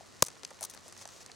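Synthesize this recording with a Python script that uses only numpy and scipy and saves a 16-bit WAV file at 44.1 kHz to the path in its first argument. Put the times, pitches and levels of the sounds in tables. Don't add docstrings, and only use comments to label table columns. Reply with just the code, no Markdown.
import sys
import numpy as np
from scipy import signal
from scipy.fft import rfft, irfft
from scipy.io import wavfile
from scipy.ndimage import uniform_filter1d

SR = 44100
rng = np.random.default_rng(int(sys.argv[2]) if len(sys.argv) > 2 else 0)


def unload_wav(signal):
    wavfile.write(
        sys.argv[1],
        SR,
        np.round(np.clip(np.atleast_2d(signal).T, -1, 1) * 32767).astype(np.int16),
    )


N = 59535
TIME = np.arange(N) / SR
BURST_SAMPLES, LEAD_S = 2048, .004
BURST_TIME = np.maximum(np.arange(BURST_SAMPLES) / SR - LEAD_S, 0)
BURST_HZ, SCENE_HZ = np.fft.rfftfreq(BURST_SAMPLES, 1 / SR), np.fft.rfftfreq(N, 1 / SR)

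# (frequency [Hz], relative level [dB])
RUB_SPECTRUM = [(100, -6.5), (600, 0.5), (1500, -4.5), (3000, -2.5), (4200, 0), (6300, 4), (9500, -5.5),
                (12000, -14.5), (16000, -20)]


def amp(db):
    return 10 ** (np.asarray(db) / 20)


def unit_rms(x):
    return x / np.sqrt(np.mean(x ** 2) + 1e-20)


def curve_at(points, hz):
    point_hz, value = np.transpose(points)
    return np.interp(np.log(hz + 1), np.log(point_hz + 1), value)


def hump(hz, centre_hz, octaves):
    return np.exp(-.5 * (np.log2((hz + 1) / centre_hz) / octaves) ** 2)


def colour(x, spectrum):
    return irfft(rfft(x) * amp(curve_at(spectrum, SCENE_HZ)), N)


def pan(left_over_right_db):
    return amp([[left_over_right_db / 2], [-left_over_right_db / 2]])


def add(mix, start_s, sound):
    part = mix[:, max(round(start_s * SR), 0):][:, :sound.shape[-1]]
    part += sound[..., :part.shape[1]]


def microphone_ports(pair, apart_db=-12):
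    shared, apart = pair
    return shared + amp(apart_db) * apart * np.array([[1], [-1]])


def strike(rise_s, decay_s):
    return (1 - np.exp(-BURST_TIME / rise_s)) * np.exp(-BURST_TIME / decay_s)


def burst(envelope, gain):
    spectrum = rfft(rng.standard_normal((2, len(envelope))) * envelope)
    spectrum /= np.sqrt(uniform_filter1d(abs(spectrum) ** 2, size=24) + 1e-12)
    noise = unit_rms(irfft(spectrum * gain))
    return microphone_ports(noise * np.sqrt(np.mean(envelope ** 2)))


def mode(hz, db, t60, rise_s):
    t = np.arange(4096) / SR
    return amp(db - 60 * t / t60) * np.sin(2 * np.pi * hz * t) * (1 - np.exp(-t / rise_s))


def slips(spectrum, per_s, spread_db):
    strength = amp(spread_db * np.minimum(rng.exponential(1, N), 4))
    slipping = rng.random(N) < per_s / SR
    impulses = strength * slipping * rng.choice([-1., 1.], (2, N))
    return microphone_ports(unit_rms(colour(impulses, spectrum)))


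def stroke_envelope(strokes, edge_share=.16):
    envelope = np.zeros(N)
    for start_s, length_s, db in strokes:
        inside_s = np.minimum(TIME - start_s, start_s + length_s - TIME)
        envelope += amp(db) * np.clip(inside_s / (edge_share * length_s), 0, 1)
    return envelope


def wood_ambience(hiss_db=-56, hum_hz=94.8, hum_db=-72):
    # (frequency [Hz], relative level [dB])
    hiss_spectrum = [(18, -41), (30, 9.5), (280, 2), (461, 1), (569, 0), (684, -2.5), (913, -4), (1070, -1),
                     (1430, -4.5), (1590, -8), (1910, -3.5), (2170, -9), (3580, -11.5), (3980, -8.5),
                     (5590, -11.5), (8520, -15), (16000, -34)]
    # (frequency [Hz], correlation [-1 to 1])
    likeness = [(60, -0.014), (180, -0.49), (550, 0.049), (1650, 0.42), (4970, 0.89), (15000, -0.71)]
    left, independent = rfft(rng.standard_normal((2, N)))
    correlation = curve_at(likeness, SCENE_HZ)
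    right = correlation * left + np.sqrt(1 - correlation ** 2) * independent
    hiss = unit_rms(colour(irfft(np.array([left, right]), N), hiss_spectrum))
    hum = np.sqrt(2) * np.sin(2 * np.pi * hum_hz * TIME)
    return amp(hiss_db) * hiss + amp(hum_db) * hum


def leather_crackle():
    return amp(-62) * slips(RUB_SPECTRUM, per_s=900, spread_db=3)


def sheath_bumps():
    # (time [s], level [dB], centre frequency [Hz])
    bumps = [(.009, -39, 660), (.033, -47.5, 740), (.339, -47.5, 555), (.4385, -42.5, 480),
             (0.45, -44.5, 2020), (.5125, -42.5, 520), (.5135, -43, 900), (.6115, -40, 666),
             (.6195, -37.5, 660), (.6405, -37.5, 925), (.650, -45, 1160), (.861, -43.5, 614),
             (.881, -44.5, 640), (1.055, -44, 1700), (1.0565, -41, 730), (1.162, -49, 600),
             (1.297, -44.5, 790), (1.298, -45.5, 1980)]
    envelope = strike(rise_s=.00056, decay_s=.0027)
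    out = np.zeros((2, N))
    for start_s, db, centre_hz in bumps:
        hollow = hump(BURST_HZ, centre_hz, octaves=.33)
        add(out, start_s - LEAD_S, amp(db) * burst(envelope, hollow))
    return out


def spring_and_strap_scrapes():
    # (time [s], length [s], level [dB])
    scrapes = [(.2222, 0.0053, -24.5), (.231, 0.014, -46), (.261, 0.015, -51), (.622, 0.0286, -43.5),
               (.648, 0.0084, -37), (.698, 0.008, -48.5), (.708, 0.0075, -51.5), (.733, 0.016, -57)]
    # (frequency [Hz], relative level [dB])
    scrape_spectrum = [(100, -7), (450, -19), (900, -10), (2000, -17), (3300, -8.5), (4050, -3), (4350, -7),
                       (4650, -3), (5100, -6.5), (6100, 4), (7400, -6.5), (9500, 1), (12000, -10),
                       (16000, -11.5)]
    return pan(2) * stroke_envelope(scrapes) * slips(scrape_spectrum, per_s=12000, spread_db=5.5)


def stud_snap():
    # (time [s], relative level [dB])
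    contacts = [(.2227, -20), (.22324, -21), (.22384, -6), (.22427, 2), (.22535, -6), (.22632, -8),
                (.22813, -14)]
    # (frequency [Hz], relative level [dB], t60 [s], left over right [dB])
    stud_modes = [(3300, -33, 0.001, 3), (3925, -17.5, 0.0041, 3), (4730, -11, 0.0035, 6),
                  (5740, -14, 0.0053, 1), (6480, -2.5, 0.0032, 1.5), (7590, -2.5, .0026, 6),
                  (8920, -15.5, 0.0034, 10), (9530, -14.5, 0.0025, 16), (12500, -11.5, 0.0032, -5),
                  (13300, -21, 0.0027, -5)]
    ring = sum(pan(pan_db) * mode(hz, db, t60, rise_s=.00007) for hz, db, t60, pan_db in stud_modes)
    delays = sum(amp(db) * np.exp(-2j * np.pi * SCENE_HZ * start_s) for start_s, db in contacts)
    return irfft(rfft(ring, N) * delays, N)


def leather_thump(start_s=.2252):
    # (frequency [Hz], level [dB], t60 [s], left over right [dB])
    leather_modes = [(165.6, -20.5, 0.014, 16), (335, -19.5, 0.011, 14), (546, -3, 0.009, -1.5),
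                     (1086, 1, 0.0067, 2), (1464, -7, 0.0052, 12), (2090, -12, 0.0045, -1)]
    out = np.zeros((2, N))
    for hz, db, t60, pan_db in leather_modes:
        add(out, start_s, pan(pan_db) * mode(hz, db, t60, rise_s=.0011))
    return out


def finger_rubs():
    # (time [s], length [s], level [dB])
    strokes = [(.235, 0.067, -61), (.652, 0.024, -59.5), (.835, .07, -59.5), (.97, 0.062, -54),
               (1.008, 0.036, -54.5), (1.07, 0.14, -58.5), (1.198, 0.038, -54)]
    return pan(1.7) * stroke_envelope(strokes) * slips(RUB_SPECTRUM, per_s=7000, spread_db=2)


def fitting_ticks(rise_s=.00008, top_limit_hz=9800, top_slope=9.3, skirt_db=-16.5):
    # (time [s], crack level [dB], bright centre [Hz], knock level [dB], left over right [dB])
    ticks = [(0.2397, -34, 7000, -57, 0), (0.2492, -32.5, 7960, -64, 0), (0.261, -40.5, 8950, -55, 3),
             (0.2649, -29, 9100, -52, 2.5), (0.2684, -34.5, 5950, -49, -1), (0.2742, -43, 8060, -72, 2),
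             (0.2831, -40.5, 7900, -40.5, -1), (0.2843, -33.5, 8300, -43, 7),
             (0.3029, -43.5, 5550, -47, 1.5), (.3155, -49, 6000, -52, 0), (.3545, -48, 4700, -70, 0),
             (.3665, -57, 2960, -45, -2), (0.4335, -34.5, 4860, -40, 4), (0.4495, -26.5, 5100, -43, 1.5),
             (0.476, -49, 9000, -77.5, 8), (.5057, -44, 8700, -48.5, -2), (.5087, -46, 6050, -42.5, .5),
             (.5895, -47, 3000, -55, .5), (0.6096, -33, 10900, -44.5, 6), (.6178, -35.5, 8100, -46, -2),
             (0.6283, -26.5, 8900, -41, 3), (0.632, -33, 7000, -44.5, -2), (0.639, -27, 8700, -45, 4),
             (0.6982, -38, 8600, -68, 6.5), (0.7376, -40.5, 4750, -46.5, 4), (0.7483, -40, 8700, -45, -1),
             (0.7657, -49, 5430, -48, 9), (0.775, -44.5, 4940, -45.5, 10.5), (.8812, -41, 8750, -49.5, 1),
             (.8870, -50, 9050, -54, 9), (.9250, -38.5, 6500, -43.5, 3), (0.9659, -44.5, 4970, -46, -5),
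             (.9770, -41, 7200, -56, .5), (1.0544, -36.5, 5600, -41.5, 1.5), (1.0759, -38.5, 7300, -49, 2),
             (1.089, -41, 4900, -45.5, -2), (1.2070, -50, 6150, -46.5, -5), (1.2622, -38, 6500, -48, 0),
             (1.284, -48, 3000, -62, .5), (1.3168, -39, 4750, -62, -1)]
    # (frequency [Hz], relative level [dB])
    knock_spectrum = [(60, -26), (250, -9), (450, -4), (630, -2), (1000, -2), (1500, -2.5), (2500, -8),
                      (6000, -36)]
    # (frequency [Hz], greatest level against the crack [dB], t60 [s])
    fitting_modes = [(4446, -5, 0.013), (6180, -5, 0.013), (7780, -10, 0.0082), (9780, -7, 0.0076)]
    crack_envelope = strike(rise_s, decay_s=.00087) + amp(-25) * strike(rise_s, decay_s=.0034)
    knock_envelope = strike(rise_s=.00055, decay_s=.0024)
    dull = amp(curve_at(knock_spectrum, BURST_HZ))
    out = np.zeros((2, N))
    for start_s, crack_db, bright_hz, knock_db, pan_db in ticks:
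        top_hz = min(2 * bright_hz, top_limit_hz)
        bright = hump(BURST_HZ, bright_hz, octaves=.57) + amp(skirt_db)
        bright /= np.sqrt(1 + (BURST_HZ / top_hz) ** top_slope)
        crack = amp(crack_db) * burst(crack_envelope, bright)
        knock = amp(knock_db) * burst(knock_envelope, dull)
        add(out, start_s - LEAD_S, pan(pan_db) * (crack + knock))
        ring = sum(hump(hz, bright_hz, octaves=.48) * mode(hz, crack_db + ring_db, t60, rise_s)
                   for hz, ring_db, t60 in fitting_modes)
        add(out, start_s, pan(pan_db) * ring)
    return out


def scene():
    bed = wood_ambience() + leather_crackle()
    handling = sheath_bumps() + spring_and_strap_scrapes() + finger_rubs() + fitting_ticks()
    return bed + handling + stud_snap() + leather_thump()


def record(dry, low_cut_hz=95.4, ceiling=.8, band_limit_hz=16300):
    low_cut = signal.butter(2, low_cut_hz, "highpass", fs=SR, output="sos")
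    rounded = ceiling * np.tanh(signal.sosfilt(low_cut, dry) / ceiling)
    band_limit = signal.firwin(255, band_limit_hz, window=("kaiser", 9), fs=SR)
    return signal.oaconvolve(rounded, band_limit[None], "same")


dry = scene()
out = record(dry)
unload_wav(out)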